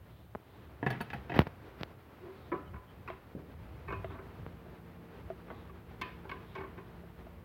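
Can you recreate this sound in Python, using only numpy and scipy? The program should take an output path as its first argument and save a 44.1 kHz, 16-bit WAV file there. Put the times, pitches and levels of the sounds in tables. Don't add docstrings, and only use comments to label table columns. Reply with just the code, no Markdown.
import sys
import numpy as np
from scipy import signal
from scipy.fft import rfft, irfft
from scipy.io import wavfile

SR = 44100
rng = np.random.default_rng(int(sys.argv[2]) if len(sys.argv) > 2 else 0)


def log_audio(samples):
    frames = np.atleast_2d(samples).T
    limited = np.clip(frames, -1, 1)
    pcm = np.round(limited * 32767).astype(np.int16)
    wavfile.write(sys.argv[1], SR, pcm)


N = 328104
TIME = np.arange(N) / SR
HIT_TIME = np.arange(SR // 2) / SR

# frequency in Hz, relative level in dB.
RUMBLE_SPECTRUM = [(25, -37), (42, -6), (60, 8), (82, 10), (130, 6), (200, -2.5), (350, -47.5)]
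# frequency in Hz, relative level in dB.
PLASTIC_SPECTRUM = [(100, 2), (340, 6), (520, -4), (1100, 5.5), (1700, 1.5), (2500, -2), (4000, -13.5),
                    (5500, -22), (7500, -47), (15500, -1.5)]


def from_db(db):
    return 10 ** (np.asarray(db) / 20)


def rms_one(x):
    return x / np.sqrt(np.mean(x ** 2) + 1e-20)


def add(out, s, sound):
    start = round(s * SR)
    out[start:start + len(sound)] += sound[:N - start]


def cut(x, hz, kind, order=2):
    return signal.sosfilt(signal.butter(order, hz, kind, fs=SR, output="sos"), x)


def split(x, hz):
    return cut(cut(x, hz, "low"), hz, "low"), cut(cut(x, hz, "high"), hz, "high")


def noise(spectrum, size=len(HIT_TIME)):
    hz, db = np.transpose(spectrum)
    gain = from_db(np.interp(np.log(np.fft.rfftfreq(size, 1 / SR) + 1), np.log(hz), db))
    return rms_one(irfft(rfft(rng.standard_normal(size)) * gain, size))


def drift(per_s):
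    knots = np.arange(0, N / SR + 1, 1 / per_s)
    return np.interp(TIME, knots, rng.standard_normal(len(knots)))


def swell(s, length_s):
    return np.exp(-(2 * (TIME - s) / length_s) ** 2)


def fade(t60):
    return np.exp(-np.log(1000) * HIT_TIME / t60)


def ring(modes):
    out = np.zeros(len(HIT_TIME))
    for hz, db, t60 in modes:
        amplitude = from_db(db + rng.uniform(-3.75, 1.25)) * rng.choice([-1, 1])
        out += amplitude * np.sin(2 * np.pi * hz * HIT_TIME) * fade(t60)
    return out


def contact(length_s, grains_per_s, grain_db):
    slips = (rng.random(len(HIT_TIME)) < grains_per_s / SR) * rng.standard_normal(len(HIT_TIME))
    age = HIT_TIME / length_s
    force = from_db(grain_db) * slips * np.sqrt(age) * np.exp(-age ** 2)
    force[0] = 1
    return force


def run_of_contacts(s, count, period_s, db, step_db, hardness_db, body_db, edge_db, body_loss):
    grinding_share, softening_db = 0.41, 1
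    for k in range(count):
        hard_db = hardness_db - softening_db * k
        length_s = grinding_share * period_s * from_db(-0.46 * max(hard_db, 0))
        balance_db = np.array([body_db - body_loss * hard_db, 0, edge_db + hard_db])
        yield s + k * period_s, length_s, db + k * step_db + balance_db


def blow(force, response, levels_db, top_hz):
    sound = signal.fftconvolve(force, response)[:len(HIT_TIME)]
    reach_hz = np.clip(top_hz * from_db(0.4 * (levels_db[2] + 44)), 2500, 7000)
    body, rest = split(cut(sound, reach_hz, "low"), 550)
    middle, edge = split(rest, 1700)
    attack = HIT_TIME < .03
    bands = zip(levels_db, (body, middle, edge))
    return sum(from_db(db) * band / np.std(band[attack]) for db, band in bands)


def outdoors():
    # time in seconds, relative levels of rumble and wash in dB.
    levels = [(0.0, -55.5, -61), (0.43, -61, -61), (0.83, -53.5, -55), (0.97, -53.5, -52.5),
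              (1.82, -57, -54.5), (3.36, -58, -58.5), (3.98, -52.5, -54), (4.81, -57.5, -55.5),
              (6.05, -55.5, -55), (6.4, -54.5, -54), (7.44, -58, -57)]
    # frequency in Hz, relative level in dB.
    wash_spectrum = [(80, -19.5), (200, -0.5), (420, -1.5), (560, -5), (1100, -9), (2000, -15),
                     (3000, -21.5), (4500, -29.5), (7000, -44), (12000, -51)]
    s, rumble_db, wash_db = np.transpose(levels)
    rumble = from_db(2.13 + np.interp(TIME, s, rumble_db) + 1.7 * drift(11)) * noise(RUMBLE_SPECTRUM, N)
    wash = from_db(-1 + np.interp(TIME, s, wash_db) + 1.8 * drift(25)) * noise(wash_spectrum, N)
    return rumble + wash


def hiss():
    # frequency in Hz, relative level in dB.
    spectrum = [(1000, -5), (7000, -13.5), (10000, -10), (13000, -5), (15500, -3)]
    return from_db(-72.5) * noise(spectrum, N)


def birds():
    # centre time and length in seconds, pitch in Hz, relative level in dB.
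    calls = [(0.167, 0.26, 3420, -68), (0.554, 0.32, 3220, -67.5), (2.432, 0.24, 3620, -66.5),
             (2.678, 0.032, 3030, -62), (2.9, 0.053, 3100, -60.5), (4.103, 0.11, 3460, -65),
             (5.58, 0.19, 3570, -66.5), (6.524, 0.17, 3430, -64)]
    out = np.zeros(N)
    for s, length_s, hz, db in calls:
        width = 1.01 + 0.67 * length_s
        band = rms_one(cut(rng.standard_normal(N), [hz / width, hz * width], "band"))
        out += from_db(db - 6.5) * band * swell(s, length_s)
    return out


def bumps():
    # start in seconds, thump and click gains in dB, click cutoff in Hz.
    impacts = [(0.3504, -28.5, -26.5, 1400), (0.355, -28, -24.5, 940), (1.3914, -4.5, -8.5, 2900),
               (1.4692, -26, -30, 1980), (1.811, -26.5, -35, 4140), (1.8331, -29.5, -19, 3900),
               (4.4644, -29, -36, 2150)]
    s, thump_db, click_db, click_hz = max(impacts, key=lambda bump: bump[1])
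    rattle = [(s + k * .0133, thump_db - 17, click_db - 15.5, click_hz) for k in (-2, -1, 1, 2)]
    graze = [(s - 0.001, -np.inf, click_db - 7, click_hz)]
    start_hz, end_hz, sag_s = 210, 66.7, 0.0023
    hz = end_hz + (start_hz - end_hz) * np.exp(-HIT_TIME / sag_s)
    thump = cut(np.cos(2 * np.pi * np.cumsum(hz) / SR) * fade(0.025), 1030, "low")
    impulse = signal.unit_impulse(len(HIT_TIME))
    out = np.zeros(N)
    for s, thump_db, click_db, click_hz in impacts + rattle + graze:
        click = cut(cut(impulse, click_hz, "low", order=4), 5900, "low", order=6)
        fizz = from_db(0.7 * click_db) * cut(impulse, 14000, "high")
        add(out, s, -from_db(click_db) * (click / np.max(click) + fizz))
        add(out, s + 0.00033, from_db(thump_db) * thump)
    return cut(out, 70, "high", order=4)


def wrench():
    # start in seconds, touches, period in seconds, then level, step and hardness in dB.
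    landings = [(0.828, 1, 0.021, -41.5, 0, -9.5), (0.8637, 1, 0.012, -34.5, 0, -4.5),
                (0.903, 3, .023, -41.5, -6, 1), (1.005, 1, 0.021, -42, 0, -0.5),
                (1.102, 1, 0.017, -56, 0, 12.5), (1.132, 1, 0.024, -43.5, 0, 0.5),
                (1.296, 4, .022, -45.5, 1.3, 0)]
    # frequency in Hz, level in dB, T60 in seconds.
    shaft_modes = [(127.3, 0, 0.29), (303, -5, 0.14), (402, -4.5, 0.078), (712, 7.5, 0.091),
                   (794, -2, 0.16), (935, 5.5, 0.08), (1690, 13, 0.043), (1950, 7.5, 0.047),
                   (2230, -8, 0.044), (2590, 8.5, 0.046), (2663, -6, 0.15), (3120, -10, 0.12),
                   (3090, -5, 0.21), (4710, -19, 0.14)]
    # frequency in Hz, relative level in dB.
    steel_spectrum = [(40, -33), (150, 5), (280, 4), (560, -7), (1250, -7.5), (2000, -1.5), (3500, -10.5),
                      (5200, -17.5), (7500, -27), (15500, -20)]
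    envelope = from_db(10.5) * fade(0.035) + from_db(-2.5) * fade(0.43)
    out = np.zeros(N)
    for landing in landings:
        for s, length_s, levels_db in run_of_contacts(*landing, body_db=1, edge_db=-9, body_loss=.45):
            dense = noise(steel_spectrum) * envelope
            force = contact(length_s, grains_per_s=1500, grain_db=-6)
            add(out, s, blow(force, ring(shaft_modes) + dense, levels_db, top_hz=5570))
    return out


def pings():
    # start in seconds, gain in dB.
    touches = [(.866, -57), (0.9036, -48), (1.009, -45.5), (1.132, -57)]
    # frequency in Hz, level in dB, T60 in seconds.
    tip_modes = [(4470, 2.5, 0.054), (6500, -13, 0.05), (9210, -8, 0.05), (9889, -7.5, 0.11),
                 (12300, -8, 0.065), (14420, -2, .06), (15230, -6, .056)]
    build_up = 1 - fade(0.021)
    out = np.zeros(N)
    for s, db in touches:
        sparkle = cut(rng.standard_normal(len(HIT_TIME)), 8800, "high") * fade(0.039)
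        add(out, s, from_db(db) * build_up * (ring(tip_modes) + from_db(1) * sparkle))
    return out


def cloth():
    # centre time and length in seconds, level in dB.
    rustles = [(1.363, 0.026, -35.5), (1.405, 0.039, -35), (1.4724, 0.011, -41), (1.811, 0.059, -48)]
    # frequency in Hz, relative level in dB.
    spectrum = [(100, 10), (250, 12), (700, 3.5), (2000, -1), (3500, -13.5), (5200, -19), (7000, -41),
                (15000, -26)]
    return noise(spectrum, N) * sum(from_db(db) * swell(s, length_s) for s, length_s, db in rustles)


def housing():
    # start in seconds, slips, period in seconds, then level, step, hardness and ring in dB.
    tugs = [(2.217, 1, 0.18, -66, -5.5, -43.5, 18), (2.517, 2, .025, -38, -9.5, -16.5, -3),
            (2.736, 2, 0.021, -55, -2, -6, -6), (3.0761, 1, .026, -48, 0, 4, -5),
            (3.882, 3, 0.021, -47.5, 2.5, -2, 1), (4.101, 3, 0.04, -54.5, 0.2, -8.5, -7.5),
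            (5.48, 2, .022, -59.5, 10, -8, -10.5), (5.695, 1, 0.016, -58, 0, -7, -2),
            (6.014, 1, 0.026, -43, 0, 7, -6), (6.245, 1, .025, -56, 0, -7, -7),
            (6.294, 2, 0.02, -53, 5.5, 9, -0.5), (6.551, 4, 0.027, -47.5, -1, 0, -2.5),
            (6.776, 1, 0.03, -53, 0, -5.5, -4)]
    # frequency in Hz, level in dB, T60 in seconds.
    box_modes = [(337, 0.5, 0.068), (387.1, 2.5, 0.3), (664, -10.5, 0.24), (885, -3, 0.086),
                 (1007, -2, 0.34), (1075, -0.5, 0.14), (1128, 2.5, 0.07), (1554, 2, 0.06),
                 (1810, -21, 0.082), (2213, 5, 0.04), (2524, -12, 0.13), (3100, -20, 0.21)]
    envelope = from_db(12) * fade(0.013) + from_db(-8) * fade(0.56)
    out = np.zeros(N)
    for *tug, ring_db in tugs:
        for s, length_s, levels_db in run_of_contacts(*tug, body_db=-2.7, edge_db=-7.5, body_loss=.43):
            dense = noise(PLASTIC_SPECTRUM) * envelope
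            force = contact(length_s, grains_per_s=2200, grain_db=0)
            vibration = from_db(ring_db) * ring(box_modes) + dense
            response = cut(vibration, 237, "high")
            add(out, s, blow(force, response, levels_db, top_hz=4520))
    return out


def pulls():
    # centre time and length in seconds, gain in dB.
    efforts = [(2.735, .12, -48.5), (2.99, .09, -50.5), (3.712, 0.54, -49), (4.042, 0.16, -45),
               (4.407, 0.091, -48)]
    envelope = sum(from_db(db) * swell(s, length_s) for s, length_s, db in efforts)
    return envelope * cut(noise(RUMBLE_SPECTRUM, N), 650, "low")


def tocks():
    # start in seconds, relative levels of the knock and of its edge in dB.
    knocks = [(3.101, -28, -6), (4.045, -28, -8), (4.663, -43, -25), (5.302, -27.5, -17), (7.036, -44, -13),
              (7.268, -40, -9)]
    # frequency in Hz, level in dB, T60 in seconds.
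    cavity_modes = [(376, -2.5, 0.13), (659, 2.5, 0.058), (1220, -18, 0.066), (1760, -22, 0.027)]
    out = np.zeros(N)
    for s, db, edge_db in knocks:
        edge = cut(noise(PLASTIC_SPECTRUM), 3000, "low") * (fade(0.021) + from_db(-15) * fade(0.37))
        add(out, s, from_db(db - 5.5) * (ring(cavity_modes) + from_db(edge_db + 4.5) * edge))
    return out


def shoves():
    # start in seconds, gain in dB, T60 in seconds.
    thuds = [(3.35, -37.5, 0.087), (3.362, -44, 0.57)]
    # frequency in Hz, relative level in dB.
    spectrum = [(60, -9), (140, -2), (220, 1), (520, -9), (700, -16), (1500, -48.5)]
    out = np.zeros(N)
    for s, db, t60 in thuds:
        add(out, s, cut(from_db(db) * noise(spectrum) * fade(t60), 820, "low"))
    return out


def hum():
    # frequency in Hz, mean rms level in dB.
    partials = [(58.5, -62), (172.3, -59), (231, -64.5), (344.5, -66.5), (458, -67)]
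    wavering_time = TIME + np.cumsum(0.00367 * drift(4)) / SR
    tone = sum(from_db(db + 0.83 * drift(4.1)) * np.sqrt(2) * np.sin(2 * np.pi * hz * wavering_time)
               for hz, db in partials)
    return tone * np.interp(TIME, [3.7, 4.4], [0, 1])


def socket():
    # start in seconds, gain in dB.
    jolts = [(3.877, -49), (3.93, -45.5), (6.021, -45), (6.557, -55)]
    # frequency in Hz, level in dB, T60 in seconds.
    modes = [(1785, 3.5, 0.09), (2160, -13, 0.72), (2460, -1, 0.28), (2565, -1, 0.2), (2880, -42, 0.47)]
    out = np.zeros(N)
    for s, db in jolts:
        add(out, s, from_db(db) * ring(modes) * (1 - fade(.03)))
    return out


def scene():
    work = wrench() + pings() + housing() + socket() + tocks()
    handling = bumps() + cloth() + shoves() + pulls()
    background = birds() + outdoors() + hum() + hiss()
    return (work + handling + background)[None]


def record(dry):
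    low_pass = signal.ellip(12, .1, 80, 16000, fs=SR, output="sos")
    return signal.sosfilt(low_pass, cut(dry, 38, "high"))


dry = scene()
out = record(dry)
log_audio(out)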